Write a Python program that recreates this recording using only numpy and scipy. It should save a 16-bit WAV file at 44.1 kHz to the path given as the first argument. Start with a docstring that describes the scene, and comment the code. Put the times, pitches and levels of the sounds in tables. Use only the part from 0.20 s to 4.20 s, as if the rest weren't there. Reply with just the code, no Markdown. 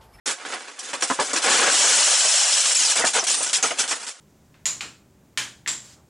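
"""A cardboard box of light plastic grids is tipped out over a wooden bench in a small workshop.
First the pieces shift and click in the box and knock its wall. From 1.2 s they slide down the
cardboard and pour onto the bench: a dense clatter of ribs cracking, ringing and flexing, flattened
by the close recorder's limiter. From 2.3 s single landings stand out, with thuds on the wood and
brief rasps of rib over rib. The pour thins and stragglers tumble off the heap until 4 s."""
import sys
import numpy as np
from scipy import signal
from scipy.fft import rfft, irfft
from scipy.io import wavfile
from scipy.ndimage import uniform_filter1d

SR = 44100
rng = np.random.default_rng(int(sys.argv[2]) if len(sys.argv) > 2 else 0)


def to_wav(sig):
    """Store sig (one row per channel, or 1-D mono) as 16-bit WAV at the path in sys.argv[1].

    Samples outside -1..1 are clipped; the rate is SR.
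    """
    pcm = np.clip(np.atleast_2d(sig), -1, 1) * 32767
    pcm = np.round(pcm).astype(np.int16)
    wavfile.write(sys.argv[1], SR, pcm.T)  # frames by channels


N = 4 * SR

# load shifts in the box: start_s, length_s, plastic_db, cardboard_db
LOAD_SHIFTS = [(.059, 0.056, -23.5, -29), (.182, 0.044, -69, -43), (.25, 0.021, -42, -34.5),
               (.285, 0.037, -39, -39.5), (.322, 0.021, -35, -28.5), (.475, .02, -44.5, -38),
               (.59, 0.003, -29.5, -56), (.63, .03, -34.5, -58), (.68, 0.02, -35.5, -40),
               (.732, 0.012, -29.5, -28), (.807, 0.012, -31, -41), (.8225, 0.0047, -17, -20.5),
               (.875, 0.072, -29, -56), (.997, 0.025, -23.5, -29), (1.04, 0.033, -28, -40),
               (1.095, 0.016, -31.5, -32.5), (1.132, 0.014, -23.5, -33), (1.158, 0.021, -22.5, -24.5),
               (1.22, 0.023, -23.5, -44), (1.242, 0.088, -24.5, -23)]
# dull blows on box wall and bench top: start_s, length_s, level_db
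WALL_KNOCKS = [(.733, .01, -29), (.8995, .012, -16), (.989, .022, -20), (1.132, .009, -26),
               (1.275, .025, -25), (1.475, .015, -26)]
BENCH_THUDS = [(1.641, 0.0081, -27), (2.05, 0.0078, -28), (2.44, 0.0087, -34.5), (2.79, 0.018, -29.5),
               (2.839, 0.012, -18), (2.955, 0.025, -29), (3.025, .012, -31), (3.103, 0.0047, -34),
               (3.205, 0.017, -30), (3.295, 0.0067, -35), (3.441, 0.0047, -25), (3.511, 0.011, -30.5)]
# pieces land and tumble: start_s, length_s, plastic_db, bench_db
HEAP_LANDINGS = [(1.613, .045, -33, -31.5), (2.325, 0.017, -13, -37.5), (2.405, 0.0068, -7.5, -39),
                 (2.457, 0.0078, -8.5, -28), (2.545, 0.058, -16.5, -55), (2.601, .06, -18.5, -32),
                 (2.698, 0.022, -20.5, -36), (2.756, 0.038, -18.5, -24.5), (2.8, 0.019, -40, -26),
                 (2.847, 0.03, -15, -29.5), (2.934, 0.028, -22.5, -30), (2.948, 0.04, -21.5, -23.5),
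                 (3.038, 0.007, -23, -45), (3.068, 0.075, -18.5, -33.5), (3.155, 0.073, -27, -39),
                 (3.219, 0.025, -23.5, -42), (3.262, 0.035, -25.5, -35), (3.3297, 0.025, -14.5, -34),
                 (3.377, 0.022, -43, -33), (3.427, 0.018, -17.5, -20), (3.457, 0.028, -25, -31.5),
                 (3.506, 0.0052, -26.5, -24), (3.574, 0.0084, -32, -39), (3.586, 0.022, -17.5, -27.5),
                 (3.632, 0.013, -28, -29.5), (3.678, 0.029, -27, -35.5), (3.709, .016, -23, -24.5),
                 (3.753, 0.013, -31, -39), (3.797, 0.048, -35.5, -40), (3.866, 0.027, -29, -39.5)]
# plastic edges snap: start_s, peak_db
EDGE_SNAPS = [(.088, -26), (0.096, -29), (.12, -27), (0.34, -10), (.591, -24), (1.133, -1.5), (3.511, -11),
              (3.867, -39), (3.894, -10)]
# grid zips over grid: start_s, length_s, first_hz, last_hz, level_db
RIB_RASPS = [(1.158, 0.015, 5900, 5100, -23.5), (1.633, .014, 8200, 6400, -23),
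             (2.557, 0.0054, 2500, 2400, -25), (2.562, 0.035, 7700, 6700, -18.5),
             (2.604, 0.087, 6600, 3900, -28), (2.82, 0.046, 1900, 1750, -27.5),
             (2.986, 0.018, 6900, 5300, -23.5), (3.118, 0.088, 8850, 8830, -28),
             (3.228, 0.009, 9500, 9300, -24.5), (3.427, 0.01, 6700, 6300, -17)]
# slide along the cardboard, pour onto the heap: time_s, level_db
SLIDE_LEVEL = [(.06, -47.5), (.4, -40), (.55, -47.5), (.62, -42), (.96, -41), (1.1, -36.5), (1.22, -35.5),
               (1.27, -22), (1.35, -22.5), (1.47, -17), (1.57, -33.5), (1.68, -25), (1.95, -39),
               (2.15, -50), (2.6, -46), (3.6, -40), (4, -54)]
POUR_LEVEL = [(1.2, -62), (1.32, -18), (1.46, -29), (1.51, -18.5), (1.7, -14.5), (1.95, -17), (2.22, -18),
              (2.3, -20), (2.49, -15.5), (2.53, -19), (2.57, -42), (2.7, -18), (2.76, -29), (3.5, -46.5),
              (4, -52)]
# stereo position of the action: time_s, left_minus_right_db
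PAN = [(0, -2.5), (.75, -0.7), (1.25, 0.7), (2.2, 0.7), (3.2, .1), (4, -0.8)]
# contact spectra: frequency_hz, level_db
CARDBOARD_SPECTRUM = [(30, -30), (80, -26), (130, -25.5), (180, -14.5), (290, -2), (500, 3.5), (900, -7.5),
                      (1400, 1), (2100, -2.5), (3200, -6.5), (5000, -11), (11000, -52)]
KNOCK_SPECTRUM = [(30, -24), (90, -28), (140, -19), (190, -4.5), (280, 1.5), (450, 3), (630, 6),
                  (900, -0.5), (1200, 2), (1700, -5), (2600, -14), (6000, -21), (11000, -50)]
LANDING_SPECTRUM = [(30, -37), (80, -43), (140, -17.5), (190, -11), (330, -5.5), (460, -3), (570, -5),
                    (760, 1.5), (1000, -1.5), (1350, 1.5), (2000, -2), (3200, 1), (6000, -32), (11000, -22)]
THUD_SPECTRUM = [(30, -35), (90, -37), (150, -24.5), (250, -9), (420, -5), (650, 2), (1200, -6.5),
                 (1800, -13), (2600, -19), (6000, -38), (11000, -57)]
PLASTIC_SPECTRUM = [(100, -58), (400, -22), (1000, -12.5), (2000, -9), (3100, -2.5), (4300, -4), (5500, 0),
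                    (7600, 2), (8600, -2), (9500, -3.5), (10300, -8.5), (11000, -7.5)]
HEAP_SPECTRUM = [(40, -52), (150, -43), (280, -27), (420, -15.5), (560, 0.5), (750, 2.5), (1050, -1.5),
                 (1400, 2), (2000, 2), (4000, -9), (11000, -38)]
POUR_SPECTRUM = [(100, -66), (300, -42), (500, -15), (1000, -12.5), (2000, -12.5), (2700, -6.5), (3100, -1),
                 (3500, -7), (4300, -4), (4900, -5), (5500, .5), (6300, -2), (7100, 1), (8000, -0.5),
                 (8500, -5.5), (9400, -4.5), (10200, -11), (11000, -12.5)]
# panel modes: pitch_hz, level_db, t60_s
BOX_WALL_MODES = [(297, 0.5, 0.09), (480, -7, 0.043), (637, 8.5, 0.093), (730, 20.5, 0.017),
                  (1149, 12.5, 0.08), (1250, 2, 0.11), (1700, -25, 0.048), (1900, -14, .04)]
BENCH_TOP_MODES = [(180, 3, 0.12), (373, -12, 0.043), (500.5, 7, 0.08), (600, -6, 0.031), (800, -7, .06),
                   (1243, 11, 0.11), (1820, -20, 0.046)]

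CLICKS_PER_S, POUR_PER_S, BODY_PER_S, KNOCK_PER_S = 2600, 6000, 1500, 5000
CLATTER_DB_PER_S, BENCH_DB_PER_S, FAST_DB_PER_S = 495, 598, 905  # release rates
RIB_RING = dict(low_hz=1217, high_hz=10994, t60_s=0.034, ring_db=-0.5)
FLEX_RING = dict(low_hz=343, high_hz=2637, t60_s=0.03, ring_db=-1.5)
TIME_S = np.arange(N) / SR


def from_db(db):
    """Decibels to gain."""
    return 10 ** (np.asarray(db) / 20)


def unit(x):
    """Scale to unit energy."""
    return x / np.sqrt(np.sum(x ** 2) + 1e-20)


def through(x, response):
    """Convolve, cut to N samples."""
    return signal.oaconvolve(x, response)[:N]


def curve(rows):
    """Gain over time from (time_s, level_db) points."""
    return from_db(np.interp(TIME_S, *np.transpose(rows)))


def bursts(rows, release_db_per_s, column=-1, accent_db=1.5, accent_s=0.0077):
    """Event envelope: hardest at first touch, hold, release. Level comes from `column`."""
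    power = np.zeros(N)
    for row in rows:
        start, length_s = int(row[0] * SR), row[1]
        age_s = TIME_S[:min(N - start, SR // 2)]
        fall_db = release_db_per_s * np.maximum(age_s - length_s, 0)
        level_db = row[column] + accent_db * np.exp(-age_s / accent_s) - fall_db
        power[start:start + len(age_s)] += from_db(level_db) ** 2
    return np.sqrt(power)


def colour(spectrum, size=4096):
    """Minimum-phase impulse response of a spectrum."""
    hz, db = np.transpose(spectrum)
    bins_hz = np.maximum(np.arange(size // 2 + 1) * SR / size, 1)
    gain = from_db(np.interp(np.log(bins_hz), np.log(hz), db))
    cepstrum = irfft(np.log(gain))
    cepstrum[1:size // 2] *= 2
    cepstrum[size // 2 + 1:] = 0
    return unit(irfft(np.exp(rfft(cepstrum))))


def decay(t60_s):
    """Time axis and envelope of a 60 dB decay."""
    t = np.arange(int(t60_s * SR) + 2) / SR
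    return t, np.exp(-np.log(1000) * t / t60_s)


def contacts(per_s, spread_db=3.5):
    """Random clicks of uneven size, rms one."""
    sizes = from_db(spread_db * np.minimum(rng.exponential(1, N), 3))
    signs = rng.choice([-1, 1], N)
    hits = rng.random(N) < per_s / SR
    return np.sqrt(N) * unit(sizes * signs * hits)


def panel(force, per_s, modes, spectrum, ring_db=-8.5):
    """Contacts on a panel: broad thump plus ringing modes."""
    ringing = np.zeros(SR)
    for k, (pitch_hz, level_db, t60_s) in enumerate(modes):
        t, fade = decay(t60_s)
        mode = unit(np.sin(2 * np.pi * pitch_hz * t) * fade)
        ringing[:len(t)] += (-1) ** k * from_db(level_db) * mode
    thump = colour(spectrum)
    response = from_db(ring_db) * unit(through(ringing, thump))
    response[:len(thump)] += thump
    return through(force * contacts(per_s), unit(response))


def grids(force, per_s, spectrum, low_hz, high_hz, t60_s, ring_db):
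    """Each contact cracks and rings one grid briefly at its own pitch."""
    clicks = force * contacts(per_s)
    pitch_hz = rng.uniform(low_hz, high_hz, N)
    t, fade = decay(t60_s)
    fade = np.sqrt(2) * unit(fade)
    rings = np.zeros(N + len(t))
    for i in np.flatnonzero(clicks):
        rings[i:i + len(t)] += clicks[i] * fade * np.sin(2 * np.pi * pitch_hz[i] * t)
    ring_gain = from_db(ring_db)  # ring against click, within the band
    band_gain = np.sqrt((high_hz - low_hz) / (SR / 2))
    struck = clicks + ring_gain * band_gain * rings[:N]
    return through(struck, colour(spectrum)) / np.hypot(1, ring_gain)


def workshop(x, spots=8, hop_s=0.011, near_t60_s=0.056, tail_t60_s=0.25, side_db=-7):
    """Direct sound, quick reflections, short tail. The sound hops among spots with their own echoes."""
    t, tail = decay(tail_t60_s)
    near = np.exp(-np.log(1000) * t / near_t60_s)
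    fade = np.hypot(from_db(-5) * unit(near * (t > .001)), from_db(-15) * unit(tail * (t > .004)))
    spot = rng.integers(0, spots, N)[(TIME_S / hop_s).astype(int)]
    mid, side = x, 0
    for k in range(spots):
        share = uniform_filter1d(uniform_filter1d(1. * (spot == k), size=200), size=200)
        here = x * np.sqrt(np.abs(share))
        mid_echoes, side_echoes = rng.standard_normal((2, N))[:, :len(t)] * fade
        mid = mid + through(here, mid_echoes)
        side = side + from_db(side_db) * through(here, side_echoes)
    return np.array([mid + side, mid - side]) / np.sqrt(1 + np.sum(fade ** 2))


def box(slide):
    """The load scrapes and knocks the cardboard wall."""
    scrape = np.hypot(slide, bursts(LOAD_SHIFTS, CLATTER_DB_PER_S))
    knocks = bursts(WALL_KNOCKS, FAST_DB_PER_S)
    return (panel(scrape, BODY_PER_S, BOX_WALL_MODES, CARDBOARD_SPECTRUM)
            + panel(knocks, KNOCK_PER_S, BOX_WALL_MODES, KNOCK_SPECTRUM))


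def bench():
    """Grids bend and clack as they land; solid blows ring the wooden top."""
    landings = bursts(HEAP_LANDINGS, BENCH_DB_PER_S)
    thuds = bursts(BENCH_THUDS, FAST_DB_PER_S)
    return (grids(landings, BODY_PER_S, LANDING_SPECTRUM, **FLEX_RING)
            + panel(thuds, KNOCK_PER_S, BENCH_TOP_MODES, THUD_SPECTRUM))


def rasps(width_hz=340):
    """Rib slips over rib at an unsteady, falling rate: a brief, rough tone."""
    low_pass = signal.butter(2, width_hz / 2, fs=SR, output="sos")
    out = np.zeros(N)
    for row in RIB_RASPS:
        start_s, length_s, first_hz, last_hz, _ = row
        pitch_hz = np.interp(TIME_S, [start_s, start_s + length_s], [first_hz, last_hz])
        phase = 2 * np.pi * np.cumsum(pitch_hz) / SR
        noise_i, noise_q = signal.sosfilt(low_pass, rng.standard_normal((2, N)))
        tone = np.sqrt(N) * unit(noise_i * np.cos(phase) + noise_q * np.sin(phase))
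        out += tone * bursts([row], FAST_DB_PER_S)
    return out


def snaps():
    """Plastic edges snap: single hard clicks."""
    clicks, crack = np.zeros(N), colour(PLASTIC_SPECTRUM)
    for start_s, peak_db in EDGE_SNAPS:
        clicks[int(start_s * SR)] = from_db(peak_db)
    return through(clicks, crack / np.abs(crack).max())


def pieces(slide, slide_db=-1.5):
    """Rib clicks on rib as pieces shift, slide and land."""
    clatter = bursts(LOAD_SHIFTS + HEAP_LANDINGS, CLATTER_DB_PER_S, column=2)
    force = np.hypot(clatter, slide * from_db(slide_db))
    return grids(force, CLICKS_PER_S, PLASTIC_SPECTRUM, **RIB_RING)


def pour(heap_db=-13.5):
    """A stream of grids clatters down; the heap flexes under it, lower in pitch."""
    force = curve(POUR_LEVEL)
    return (grids(force, POUR_PER_S, POUR_SPECTRUM, **RIB_RING)
            + grids(force * from_db(heap_db), BODY_PER_S, HEAP_SPECTRUM, **FLEX_RING))


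def scene():
    """Plastic, box and bench in the room, drifting slightly across the stereo field."""
    slide = curve(SLIDE_LEVEL)
    sources = pieces(slide) + pour() + box(slide) + bench() + rasps() + snaps()
    left_gain = np.sqrt(curve(PAN))
    return workshop(sources) * np.array([left_gain, 1 / left_gain])


def record(dry, limit_db=-15.5, window_s=0.0026, release_db_per_s=169, mute_s=0.058, cutoff_hz=11050):
    """Fast limiter, muted start, soft clip, low-pass."""
    window = int(window_s * SR)
    power = uniform_filter1d(np.mean(dry ** 2, axis=0), window)
    over_db = np.maximum(10 * np.log10(np.abs(power) + 1e-12) - limit_db, 0)
    fall_db = release_db_per_s * TIME_S
    cut_db = np.maximum.accumulate(over_db + fall_db) - fall_db
    limited = dry * from_db(-uniform_filter1d(cut_db, window)) * (TIME_S > mute_s)
    low_pass = signal.firwin(401, cutoff_hz, window=("kaiser", 7), fs=SR)
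    return signal.oaconvolve(np.tanh(limited), low_pass[None], mode="same", axes=1)


dry = scene()
out = record(dry)
to_wav(out)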